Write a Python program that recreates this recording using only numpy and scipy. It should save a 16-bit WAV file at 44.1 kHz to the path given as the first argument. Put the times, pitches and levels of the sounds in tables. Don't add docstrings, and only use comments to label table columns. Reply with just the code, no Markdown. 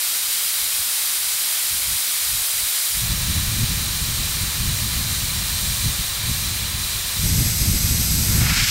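import sys
import numpy as np
from scipy import signal
from scipy.fft import rfft, irfft, next_fast_len
from scipy.io import wavfile
from scipy.ndimage import uniform_filter1d, map_coordinates

SR = 44100
rng = np.random.default_rng(int(sys.argv[2]) if len(sys.argv) > 2 else 0)


def log_audio(samples):
    frames = np.atleast_2d(samples).T
    limited = np.clip(frames, -1, 1)
    pcm = np.round(limited * 32767).astype(np.int16)
    wavfile.write(sys.argv[1], SR, pcm)


N = 383669
TIME = np.arange(N) / SR
TOP_HZ = 15760
# start_s, end_s
TO_FAR, TO_SIDE = (2.915, 3.12), (7.17, 7.28)


def amp(db):
    return 10 ** (np.asarray(db) / 20)


def unit(x):
    return x / np.sqrt(np.mean(x ** 2) + 1e-20)


def along(points, hz):
    point_hz, level_db = np.transpose(points)
    return np.interp(np.log(hz + 1e-9), np.log(point_hz), level_db)


def wobble(knots_per_s):
    knots = rng.standard_normal(int(N * knots_per_s / SR) + 4)
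    return map_coordinates(knots, [TIME * knots_per_s])


def swells(rows):
    total_db = 0
    for middle_s, length_s, change_db in rows:
        phase = np.pi * np.clip((TIME - middle_s) / length_s, -.5, .5)
        total_db = total_db + change_db * np.cos(phase) ** 2
    return total_db


def below(hz, edge_hz, order):
    return 1 / np.sqrt(1 + (hz / edge_hz) ** (2 * order))


def filtered(x, response):
    size = next_fast_len(N + SR // 2)
    spectrum = rfft(x, size) * response(np.fft.rfftfreq(size, 1 / SR))
    return irfft(spectrum, size)[..., :N]


def stereo_noise():
    # frequency_hz, side_minus_mid_db
    width = [(60, -9), (240, -22), (950, -24), (3770, -28), (15000, -19.5)]
    mid, side = rng.standard_normal((2, N))
    side = filtered(side, lambda hz: amp(along(width, hz)))
    return np.array([mid + side, mid - side])


def places():
    left_near = np.interp(TIME, TO_FAR, [0, 1])
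    reached_side = np.interp(TIME, TO_SIDE, [0, 1])
    return 1 - left_near, left_near * (1 - reached_side), reached_side


def forest():
    # frequency_hz, relative_db
    colour = [(20, 2), (60, -7), (130, -1), (300, 0), (450, -10), (800, -24), (3000, -32), (15000, -50)]
    level_db = -60.5
    return amp(level_db) * unit(filtered(stereo_noise(), lambda hz: amp(along(colour, hz))))


def wind_strength():
    # middle_s, length_s, change_db
    gusts = [(.64, .16, 14), (.79, .16, 15), (1.28, .3, 10), (1.75, 0.2, 25), (1.91, 0.29, 26),
             (2.33, .38, 22.5), (2.62, 0.34, 21), (3.55, 0.78, 3.5), (4.52, 0.13, -6), (4.68, 0.27, 4),
             (5.02, .18, 3.5), (5.73, 0.19, 5), (5.87, 0.097, 8), (6.1, .44, -5), (6.31, .18, 6.5),
             (7.1, .34, -3.5), (7.27, .14, 4), (7.4, .12, 5.5), (7.75, .4, 1.5), (8.38, .26, 4.5),
             (8.7, .44, -6.5)]
    near_db, far_db, side_db = -62, -27, -23
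    easing_db_per_s = 1.29
    easing_db = easing_db_per_s * np.maximum(TIME - TO_FAR[1], 0)
    breezes_db = near_db, far_db - easing_db, side_db
    breeze = sum(np.sqrt(share) * amp(db) for db, share in zip(breezes_db, places()))
    breeze_db = 20 * np.log10(uniform_filter1d(breeze, size=SR // 20))
    unrest_db = 0.6
    return breeze_db + swells(gusts) + unrest_db * wobble(12)


def eddies(colour, level_db, middling_db, octave_db):
    pattern = filtered(rng.standard_normal(N), lambda hz: amp(along(colour, hz)))
    speed = 2 ** (np.clip(level_db - middling_db, -15, 15) / octave_db)
    pressure = unit(map_coordinates(pattern, [np.cumsum(speed)], order=1, mode="wrap"))
    local_rms = np.sqrt(np.abs(uniform_filter1d(pressure ** 2, size=SR // 14)) + 1e-6)
    return amp(level_db) * pressure / local_rms


def wind():
    # frequency_hz, relative_db
    rumble = [(10, -16), (25, -8.5), (45, -1), (80, 1), (115, -2.5), (145, -13), (220, -30), (500, -80)]
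    # frequency_hz, relative_db
    flutter = [(70, -35), (110, -4), (145, 0.5), (200, -5.5), (250, -12), (320, -18.5), (400, -25.5),
               (550, -38), (1200, -66)]
    middling_db, flutter_minus_rumble_db = -27, -6.5
    flutter_db_per_rumble_db = 1.2
    rumble_db = wind_strength()
    middling_flutter_db = middling_db + flutter_minus_rumble_db
    flutter_db = middling_flutter_db + flutter_db_per_rumble_db * (rumble_db - middling_db)
    large = eddies(rumble, rumble_db, middling_db, octave_db=75)
    small = eddies(flutter, flutter_db, middling_flutter_db, octave_db=110)
    buffet_db = 2.5
    return (large + small) * unit(amp(buffet_db * wobble(35)))


def hand_level_db(t):
    # time_s, level_db
    hand_level = [(8.15, -55), (8.29, -40.5), (8.37, -34), (8.43, -28), (8.5, -23), (8.61, -19.5),
                  (8.7, -21.5)]
    time_s, level_db = np.transpose(hand_level)
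    return np.interp(t, time_s, level_db)


def swish():
    # frequency_hz, relative_db
    gap = [(300, -9), (1050, -4), (1550, 1), (1900, -1.5), (2250, 2.5), (3000, -3), (4000, -2), (5300, -.5),
           (6400, -3.5), (7300, -.5), (10000, -5), (15000, -2)]
    closing_start_s = 8.312
    start_low_hz, start_high_hz, ceiling_hz = 340, 1550, 6400
    low_octaves_per_s, high_octaves_per_s = 7, 9.6
    hz, t, spectrum = signal.stft(stereo_noise(), SR, nperseg=512)
    hz = hz[:, None] + 1
    closing_s = np.maximum(t - closing_start_s, 0)
    low_hz = start_low_hz * 2 ** (low_octaves_per_s * closing_s)
    high_hz = np.minimum(start_high_hz * 2 ** (high_octaves_per_s * closing_s), ceiling_hz)
    band = below(low_hz, hz, order=2) * below(hz, high_hz, order=3)
    colour = amp(along(gap, hz)) * band
    colour = colour / np.sqrt(np.mean(colour ** 2, axis=0))
    rush = signal.istft(spectrum * colour * amp(hand_level_db(t)), SR, nperseg=512)[1][:, :N]
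    flutter_db = 1.3
    return rush * amp(flutter_db * wobble(70))


def jet(level_db, colour, peaks, echoes, flutter_db):
    # middle_s, length_s, treble_change_db
    shades = [(3.32, 0.32, -0.2), (4.58, .3, -.6), (5.72, 0.62, 1.2), (6.2, 0.29, -2.2), (6.7, 0.57, -2),
              (7.04, 0.29, -0.9), (8.2, 0.64, 1)]

    def path(hz):
        cavities_db = sum(gain_db / (1 + (2 * (hz - centre_hz) / width_hz) ** 2)
                          for centre_hz, width_hz, gain_db in peaks)
        comb = 1 + sum(gain * np.exp(-2j * np.pi * hz * delay_s) for delay_s, gain in echoes)
        return amp(along(colour, hz) + cavities_db) * comb * (hz < TOP_HZ)

    hiss = unit(filtered(stereo_noise(), path))
    treble = filtered(hiss, lambda hz: 1 - below(hz, edge_hz=3400, order=4))
    shaded = hiss - treble + amp(swells(shades)) * treble
    return amp(level_db + flutter_db * wobble(25)) * shaded


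def valve():
    # frequency_hz, relative_db
    near_jet = [(60, -24.1), (250, -21.1), (500, -17.1), (800, -12.7), (1200, -7.2), (2200, -6.2),
                (4000, -0.1), (6000, -4.5), (9000, 0.0), (12000, -1.8), (15500, -3.4)]
    far_jet = [(60, -17.5), (250, -14.5), (500, -10.5), (800, -8.3), (1200, -4.4), (2200, -3.8),
               (4000, 0.0), (6000, -0.5), (9000, -1.6), (12000, -2.7), (15500, -3.5)]
    side_jet = [(60, -16.3), (250, -13.3), (500, -9.3), (800, -9.9), (1200, -8.6), (2200, -5.0),
                (4000, -1.1), (6000, 0.0), (9000, -2.1), (12000, -5.4), (15500, -6.4)]
    # centre_hz, width_hz, gain_db
    near_peaks = [(2176, 336, 4.2), (3353, 198, 1.9), (4093, 524, 2.2), (5006, 416, 3.7), (5901, 263, 5.7),
                  (6844, 147, 4.4), (7536, 186, 2.5), (8169, 271, 3.1), (8632, 115, 2.7), (9219, 680, 2.7),
                  (9820, 234, 3.3), (10699, 243, 2.0), (11733, 668, 2.9), (12953, 190, 5.9),
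                  (13236, 259, -3.2), (14052, 534, 3.4)]
    far_peaks = [(791, 132, 2.7), (1100, 176, 3.8), (1332, 444, -2.9), (1831, 277, 4.0), (2387, 176, 4.7),
                 (3552, 244, 4.4), (3941, 334, 4.9), (4270, 191, 2.9), (4746, 185, 1.9), (6154, 120, 1.8),
                 (7536, 114, 2.2), (8248, 144, 4.6), (8717, 100, 3.1), (9118, 176, 6.2), (10165, 119, -2.8),
                 (10727, 104, 2.8), (10936, 171, -4.2), (11338, 716, 1.6), (13124, 117, 3.9),
                 (13693, 128, -2.5)]
    side_peaks = [(2116, 257, 3.6), (2503, 105, 3.0), (3092, 800, -2.0), (4148, 769, 2.6),
                  (4516, 229, -3.1), (4931, 314, 3.8), (5977, 649, 2.3), (6662, 163, 2.3),
                  (7216, 378, -5.0), (7681, 512, 5.0), (8647, 800, 3.9), (10373, 458, -6.5),
                  (11429, 800, 7.8), (12217, 568, 6.9), (12654, 239, 5.0)]
    # delay_s, gain (linear)
    near_echoes = [(0.001279, 0.076), (0.00158, 0.068)]
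    far_echoes = [(0.000704, 0.066), (0.001136, -0.11), (0.00267, -0.05), (0.002995, 0.052)]
    near = jet(-21.5, near_jet, near_peaks, near_echoes, flutter_db=0.3)
    far = jet(-24, far_jet, far_peaks, far_echoes, flutter_db=0.3)
    side = jet(-22.1, side_jet, side_peaks, [], flutter_db=0.35)
    deflection_db = np.interp(hand_level_db(TIME), [-31, -21], [0, -3.5])
    side = side * amp(deflection_db)
    return sum(hiss * np.sqrt(share) for hiss, share in zip((near, far, side), places()))


def scene():
    return valve() + swish() + wind() + forest()


def record(dry):
    return filtered(dry, lambda hz: hz < TOP_HZ)


dry = scene()
out = record(dry)
log_audio(out)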